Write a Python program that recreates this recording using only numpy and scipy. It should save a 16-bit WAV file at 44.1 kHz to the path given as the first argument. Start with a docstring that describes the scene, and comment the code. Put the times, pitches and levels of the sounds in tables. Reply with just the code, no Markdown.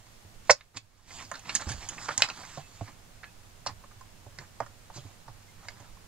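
"""A small screwdriver works a stiff screw at the corner of a wooden case in a quiet workshop. The screw
snaps loose, the case bumps and drags round on a cloth-covered bench, then the blade ticks and knocks,
ringing wood and steel; its tip squeaks in the slot. A camera to one side hears it over room rumble and
hiss; its gain control ducks after the loudest snap."""
import sys
import numpy as np
from scipy import signal
from scipy.fft import rfft, irfft, next_fast_len
from scipy.io import wavfile
from scipy.ndimage import uniform_filter1d, minimum_filter1d

SR = 44100
rng = np.random.default_rng(int(sys.argv[2]) if len(sys.argv) > 2 else 0)


def wav_out(sig):
    """Save sig, one row per channel (or a flat mono array), as 16-bit PCM at SR to the path in sys.argv[1]."""
    wavfile.write(sys.argv[1], SR, np.round(np.clip(np.atleast_2d(sig).T, -1, 1) * 32767).astype(np.int16))


N = 267687


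def amp(db):
    return 10 ** (np.asarray(db) / 20)


def unit(x):
    return x / np.sqrt(np.mean(x ** 2) + 1e-20)


def curve_at(points, hz):
    """Interpolate (f/Hz, value) points over log frequency."""
    f, value = np.transpose(points)
    return np.interp(np.log(hz + 1), np.log(f + 1), value)


def add(mix, start_s, sound):
    part = mix[round(start_s * SR):][:len(sound)]
    part += sound[:len(part)]


def panned(left_minus_right_db):
    return amp(np.array([[.5], [-.5]]) * left_minus_right_db)


def room_tone():
    """Lumpy rumble, steady hiss and two faint whines; the noise differs at each microphone port."""
    spectrum = [(10, -4.5), (22, -3.5), (35, -8.5), (64, -19), (100, -2), (125, -14), (180, -15),
                (300, -22), (700, -22), (2100, -27), (3400, -29), (7000, -30), (9000, -33.5), (16000, -40)]  # noise: f/Hz, relative density/dB
    likeness = [(60, 0.92), (180, 0.59), (550, 0.04), (1650, 0.088), (4970, 0.03), (15000, 0.045)]  # f/Hz, left-right correlation
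    balance = [(60, -9), (180, -2.5), (550, -3.5), (1650, -1.5), (4970, -0.5), (15000, -2)]  # f/Hz, left minus right/dB
    whines = [(2690, -81), (8802, -79)]  # steady tones: f/Hz, level/dB
    noise_db = -52.5
    frames, hz = N // 1024 + 5, np.fft.rfftfreq(4096, 1 / SR)
    a, b, c, d, lumps = rng.standard_normal((frames, 2049, 5)).T
    lumps = unit(uniform_filter1d(uniform_filter1d(lumps, 12, 0), 4, 1))
    wander_db = (0.07 + 2.0 / (1 + hz[:, None] / 300)) * lumps
    same = curve_at(likeness, hz)[:, None]
    left = a + 1j * b
    right = same * left + np.sqrt(1 - same ** 2) * (c + 1j * d)
    z = np.array([left, right]) * amp(curve_at(spectrum, hz)[:, None] + wander_db)
    z *= panned(curve_at(balance, hz))[:, :, None]
    noise = signal.istft(z, nperseg=4096, noverlap=3072)[1][:, :N]
    whine = sum(amp(db) * np.sin(2 * np.pi * f * np.arange(N) / SR) for f, db in whines)
    return amp(noise_db) * unit(noise) + whine


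def workshop_echoes(x):
    """Sparse reflections of random sign, separate per port, each band dying at its own rate."""
    decay = [(300, 0.086), (1500, 0.12), (5000, 0.12), (12000, 0.069)]  # room: f/Hz, t60/s
    taps = np.zeros((2, 12000))
    delays = np.arange(200, 11960, 20) + rng.integers(0, 20, (2, 588))
    np.put_along_axis(taps, delays, rng.choice([-1., 1.], delays.shape), 1)
    hz, t, z = signal.stft(taps, SR, nperseg=128)
    tail = signal.istft(z * amp(-60 * t / curve_at(decay, hz)[:, None]), SR, nperseg=128)[1]
    return signal.fftconvolve(x[None], tail / np.linalg.norm(tail[0]), axes=1)[:, :N]


def cloth_slide():
    """Case, sleeves and hands slide on cloth; fibres catch and let go as patchy, grainy noise."""
    strokes = [(0, -61.5), (.4, -78), (.5, -48.5), (.62, -60), (.72, -78), (1.06, -56.5), (1.1, -50),
               (1.19, -45), (1.23, -48), (1.27, -60.5), (1.42, -61.5), (1.5, -48), (1.79, -51),
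               (2.15, -49.5), (2.33, -53), (2.38, -48), (2.51, -51.5), (2.6, -51.5), (2.63, -60),
               (2.84, -57.5), (3, -71), (6.06, -67.5)]  # sliding envelope: t/s, relative level/dB
    scuffs = [(0.751, 0.0083, -42, -12.5), (.773, 0.0089, -36.5, 6.5), (1.358, 0.035, -54.5, -6),
              (1.51, 0.037, -45.5, -19), (1.561, 0.0088, -36.5, 6.5), (1.614, 0.0083, -42, -2),
              (1.706, 0.024, -40.5, 0), (1.832, 0.027, -53.5, 0), (1.931, 0.017, -48, -21),
              (2.04, 0.048, -52.5, -1.5), (2.117, 0.023, -43, -7), (2.192, 0.012, -41.5, -4),
              (2.237, 0.02, -37.5, -1), (2.3, 0.02, -51, -26), (2.887, 0.023, -47.5, -17),
              (3.688, 0.022, -42.5, -15.5), (4.41, 0.039, -50.5, -14.5), (4.626, 0.016, -43.5, -30),
              (4.968, 0.028, -50.5, 1), (5.06, 0.056, -60, -8), (5.67, 0.064, -55, -13),
              (5.8, 0.065, -57.5, -14)]  # brief swells: centre t/s, half width/s, relative level/dB, treble offset/dB
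    spectrum = [(88, -37.5), (150, 4), (401, -15.5), (441, -18), (495, -14), (802, 0.5), (918, -2),
                (1160, 1.5), (1250, -5.5), (2100, -4), (2750, -6), (4600, -2), (7080, -4), (9300, -24),
                (15000, -41.5)]  # friction: f/Hz, relative density/dB
    grain_db, patch_db, stroke_treble_db = 1.9, 3.15, -2
    frames, hz = N // 64 + 5, np.fft.rfftfreq(256, 1 / SR)
    t = np.arange(frames) * 64 / SR
    grain = rng.standard_normal(N + 512)
    grain *= amp(grain_db * unit(uniform_filter1d(rng.standard_normal(N + 512), 60)))
    z = signal.stft(grain, nperseg=256, noverlap=192)[2][:, :frames]
    patches = unit(uniform_filter1d(uniform_filter1d(rng.standard_normal(z.shape), 4, 0), 25, 1))
    treble = np.clip(np.log2(hz / 2500 + 1e-9) + .5, 0, 1)[:, None]  # 0 to 1 over an octave
    force = amp(np.interp(t, *np.transpose(strokes)) + treble * stroke_treble_db)
    for centre_s, half_s, db, treble_db in scuffs:
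        force += amp(db + treble * treble_db) * np.exp(-((t - centre_s) / half_s) ** 2)
    z = z * force * amp(curve_at(spectrum, hz)[:, None] + patch_db * np.clip(patches, -2, 2))
    return amp(8.5) * signal.istft(z, nperseg=256, noverlap=192)[1][:N]


def case_bumps():
    """The hollow case hits the bench: low boom, weaker and shorter overtone, dry thud."""
    bumps = [(.248, -45, 90), (0.497, -31, 109), (.759, -32.5, 106.5), (1.668, -26, 79.6),
             (1.705, -29.5, 122.4), (1.74, -33.5, 70.6), (1.776, -37, 48.4), (2.179, -39.5, 102),
             (2.575, -35, 142), (2.813, -27.5, 105), (3.669, -41, 114.5), (4.263, -41, 95.5),
             (4.389, -42, 136.5), (4.608, -38.5, 112), (4.96, -38, 118), (4.979, -38.5, 138),
             (5.049, -38, 98), (5.283, -42, 120), (5.801, -45.5, 109.5)]  # t/s, level/dB, f/Hz
    overtone_ratio, overtone_db, attack_s = 2.7, -13.0, 0.0023
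    thud_hz, thud_db = (150, 445), -9.5
    boom_t60_s, thud_t60_s = 0.14, .05
    out, t = np.zeros(N), np.arange(SR // 2) / SR
    band = signal.butter(N=2, Wn=thud_hz, btype="band", fs=SR, output="sos")
    fall_db = -60 * t / boom_t60_s
    attack = 1 - np.exp(-t / attack_s)
    for start_s, db, hz in bumps:
        boom = amp(fall_db) * np.sin(2 * np.pi * hz * t)
        overtone = amp(overtone_db + 1.4 * fall_db) * np.sin(2 * np.pi * overtone_ratio * hz * t)
        noise = unit(signal.sosfilt(band, rng.standard_normal(len(t))))
        thud = amp(thud_db - 60 * t / thud_t60_s) * noise
        add(out, start_s, -amp(db) * attack * (boom + overtone + thud))
    return out


def tip_squeaks():
    """Stick-slip of the tip in the slot: steady pitch, wavering level."""
    squeaks = [(2.612, .07, 2620, -60), (4.937, .05, 4020, -55), (5.48, .025, 2100, -61),
               (3.25, .045, 1700, -59), (3.25, .05, 2550, -62)]  # t/s, length/s, f/Hz, level/dB
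    out = np.zeros(N)
    for start_s, length_s, hz, db in squeaks:
        t = np.arange(round(length_s * SR)) / SR
        waver = 1 + 0.18 * unit(uniform_filter1d(rng.standard_normal(4000), 200))[:len(t)]
        fade = signal.windows.tukey(len(t), .25)
        add(out, start_s, amp(db) * waver * fade * np.sin(2 * np.pi * hz * t))
    return out


def ring(modes, spot_hz, max_t60_s, scatter_db, slope_db_oct):
    """Dying sines; modes near the touched spot's pitch answer most, the hand shortens the long ones."""
    t = np.arange(3000) / SR
    hz, db, t60_s = np.transpose(modes)[:, :, None]
    db = db + scatter_db[:len(hz), None] - slope_db_oct * abs(np.log2(hz / spot_hz))
    return (amp(db - 60 * t / np.minimum(t60_s, max_t60_s)) * np.sin(2 * np.pi * hz * t)).sum(0)


def blade_contacts():
    """Each contact is a blow and a burst of slips: wood and steel ring, with a dry crack at each spot."""
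    # t/s, wood level/dB, wood spot f/Hz, steel level/dB, steel spot f/Hz, nominal hand-damped t60/s
    contacts = [(0.495, -13, 600, -36.5, 4350, 0.054), (0.4974, -12, 1674, -23, 4400, 0.069),
                (0.5024, -12, 580, -20, 4500, 0.027), (0.5065, -29, 930, -11, 5130, 0.13),
                (.513, -35, 1030, -18.5, 5700, 0.047), (.609, -40, 2260, -42.5, 3640, 0.037),
                (.77, -33.5, 2260, -34.5, 4250, 0.06), (1.105, -44.5, 2025, -56, 4350, 0.082),
                (1.25, -64, 1040, -47, 4790, .05), (1.315, -32, 1160, -38.5, 6440, 0.043),
                (1.34, -41, 1290, -45.5, 3860, 0.059), (1.354, -42.5, 1570, -41.5, 4350, 0.056),
                (1.393, -54, 2800, -48.5, 6750, 0.041), (1.453, -50, 2080, -55, 4000, 0.055),
                (1.493, -31.5, 2300, -34, 3980, .1), (1.551, -31.5, 1940, -19.5, 6200, 0.048),
                (1.596, -41.5, 1390, -61, 5000, 0.17), (1.62, -38, 1250, -49, 4400, 0.064),
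                (1.67, -46, 1290, -56, 3700, 0.081), (1.69, -40.5, 1510, -36, 5540, 0.12),
                (1.718, -40, 1750, -39, 6940, 0.04), (1.888, -40.5, 3240, -31, 6620, .06),
                (1.98, -39.5, 1900, -61, 4430, 0.068), (2.085, -28.5, 1300, -41, 5300, 0.085),
                (2.089, -25, 1180, -38, 4470, 0.037), (2.104, -33.5, 1340, -49, 4700, 0.18),
                (2.178, -35.5, 1880, -19, 6100, .03), (2.204, -35.5, 1540, -42, 6700, 0.039),
                (2.221, -13.5, 2870, -12, 4200, 0.027), (2.2225, -19, 1830, -17, 3580, 0.019),
                (2.232, -33, 1700, -42, 6900, 0.073), (2.246, -36, 2570, -35, 4400, 0.027),
                (2.287, -40, 1430, -36.5, 4600, 0.057), (2.3, -34, 2300, -34.5, 4130, 0.04),
                (2.434, -45.5, 1580, -59, 6000, 0.055), (2.573, -36.5, 676, -54, 5190, 0.11),
                (2.81, -35.5, 707, -62, 3700, 0.041), (2.879, -46.5, 1880, -56, 4350, 0.05),
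                (3.231, -41.5, 1580, -54, 3970, 0.18), (3.242, -41, 2100, -50, 3800, 0.025),
                (3.663, -29.5, 910, -33, 4720, 0.042), (3.67, -37, 2420, -27, 4540, 0.037),
                (3.839, -48.5, 1080, -69, 4500, 0.046), (3.911, -54.5, 1070, -70, 5750, 0.085),
                (4.01, -47, 1000, -56, 5500, 0.047), (4.263, -51.5, 643, -71, 5500, 0.097),
                (4.387, -38.5, 1600, -38, 4700, 0.031), (4.603, -25, 782, -43, 5060, 0.042),
                (4.661, -46, 1160, -56, 5500, 0.088), (4.9, -44, 900, -73, 3730, 0.078),
                (4.974, -49.5, 630, -51, 4630, .11), (5.278, -43.5, 860, -60, 4710, 0.25),
                (5.685, -36, 1900, -36.5, 4600, 0.032), (5.8, -54, 656, -57, 6000, 0.077),
                (5.969, -54.5, 990, -67, 7110, 0.099)]
    # modes: f/Hz, relative level/dB, t60/s
    walls = [(592, 2, .06), (700, -2, .035), (800, -2, .035), (925, 0, .04), (1067, 0, .04),
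             (1190, -3, .03)]
    slats = [(1415, 0, .035), (1560, -2, .03), (1730, 0, .04), (1845, 0, .03), (2080, 0, .03),
             (2200, -2, .03), (2570, 0, .03), (2810, -3, .025), (3100, -4, .02), (3350, -4, .02)]
    screw = [(3700, -3, .02), (4020, -2, .025), (4360, 0, .03), (4745, 0, .03), (4950, -4, .02),
             (5125, 0, .03), (5290, -3, .025), (5630, -3, .025), (5770, -1, .03)]
    blade = [(6240, -6, .02), (6620, 0, .04), (6750, -2, .025), (7200, -5, .02), (7900, -14, .02),
             (8850, -8, .03), (10380, -10, .03)]
    # per body: mode falloff/(dB/octave), crack Q, crack re ring/dB, t60 factor, low-pass f / spot f
    responses = [(20.5, 2.3, -4.5, 1.046, 2.1), (26.0, 2.5, -1.5, 0.89, 1.4), (7.96, 0.99, -12, 0.73, 1.9)]
    bodies = [walls + slats, screw + blade, blade]  # wood, screw end, free blade
    free_blade_hz, slip_rise_s = 6150, 0.0018
    bands = [signal.butter(N=4, Wn=edges_hz, btype="band", fs=SR, output="sos")
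             for edges_hz in [(470, 3500), (3300, 10800)]]  # wood, steel
    out, t = np.zeros(N), np.arange(2600) / SR
    for start_s, wood_db, wood_hz, steel_db, steel_hz, hand_t60_s in contacts:
        slips = rng.standard_normal(len(t)) * (1 - np.exp(-t / slip_rise_s))
        slips[0] = 2.28  # the blow
        scatter_db = 1.3 * rng.standard_normal((2, 16))
        for material, (db, hz) in enumerate([(wood_db, wood_hz), (steel_db, steel_hz)]):
            body = material + (hz > free_blade_hz)
            slope_db_oct, crack_q, crack_db, t60_factor, cutoff_ratio = responses[body]
            t60_s = t60_factor * np.clip(hand_t60_s, .008, .15)
            burst = slips * amp(-60 * t / (0.41 * t60_s))
            ringing = ring(bodies[body], hz, t60_s, scatter_db[material], slope_db_oct)
            tone = signal.fftconvolve(burst, ringing)[:len(t)]
            peak = signal.iirpeak(hz, crack_q, SR)
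            crack = signal.lfilter(*peak, signal.lfilter(*peak, burst))
            knock = signal.sosfilt(bands[material], unit(tone) + amp(crack_db) * unit(crack))
            softness = signal.butter(N=2, Wn=cutoff_ratio * hz, fs=SR)  # a soft contact drives no highs
            knock = signal.lfilter(*softness, knock)
            max_rms = np.sqrt(uniform_filter1d(knock ** 2, 130).max())
            add(out, start_s, amp(db) * knock / max_rms)
    return out


def microphone_ports(x):
    """Bench sound reaches the two ports with unlike level and phase."""
    shading = [(200, 1), (700, 0), (2400, 1), (4400, 6.5), (5800, 3), (6800, -4), (8100, -8), (10500, -2),
               (15000, 1)]  # by the camera body: f/Hz, left minus right/dB
    lead = [(0, 0), (1700, -.2), (2900, -.7), (4300, -1.1), (5500, -2.3), (6550, -2.2), (8000, -.5),
            (10200, 0), (16000, 0)]  # f/Hz, left phase lead/rad
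    size = next_fast_len(N + 2048)
    hz = np.fft.rfftfreq(size, 1 / SR)
    phase_rad = np.array([[.5], [-.5]]) * curve_at(lead, hz)
    response = panned(curve_at(shading, hz)) * np.exp(1j * phase_rad)
    return irfft(rfft(x, size) * response, size)[:, :N]


def scene():
    tool_pan, bench_pan = panned(-6.5), panned(-7)
    direct = tool_pan * blade_contacts() + bench_pan * (tip_squeaks() + cloth_slide())
    echoes = amp(-13.0) * bench_pan * workshop_echoes(direct.mean(0))
    return microphone_ports(direct + echoes + bench_pan * case_bumps()) + room_tone()


def record(dry):
    """Gain control ducks after a loud sound, holds and lets go; then input clipping and band limit."""
    threshold_db, max_over_db, duck_db_per_db = -16.5, 3.0, 3.07
    hold_s, smooth_s = .52, 0.042
    clip_level, cutoff_hz = .93, 15750
    power = abs(uniform_filter1d((dry ** 2).mean(0), 1000, origin=499))
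    over_db = np.clip(10 * np.log10(power + 1e-12) - threshold_db, 0, max_over_db)
    hold = round(hold_s * SR)
    held_db = -minimum_filter1d(-over_db, hold, origin=(hold - 1) // 2)
    pole = np.exp(-1 / (smooth_s * SR))
    duck_db = duck_db_per_db * signal.lfilter([1 - pole], [1, -pole], held_db)
    clipped = np.clip(dry / amp(duck_db), -clip_level, clip_level)
    lowpass = signal.firwin(1023, cutoff_hz, window=("kaiser", 9), fs=SR)
    return signal.oaconvolve(clipped, lowpass[None], "same")


dry = scene()
out = record(dry)
wav_out(out)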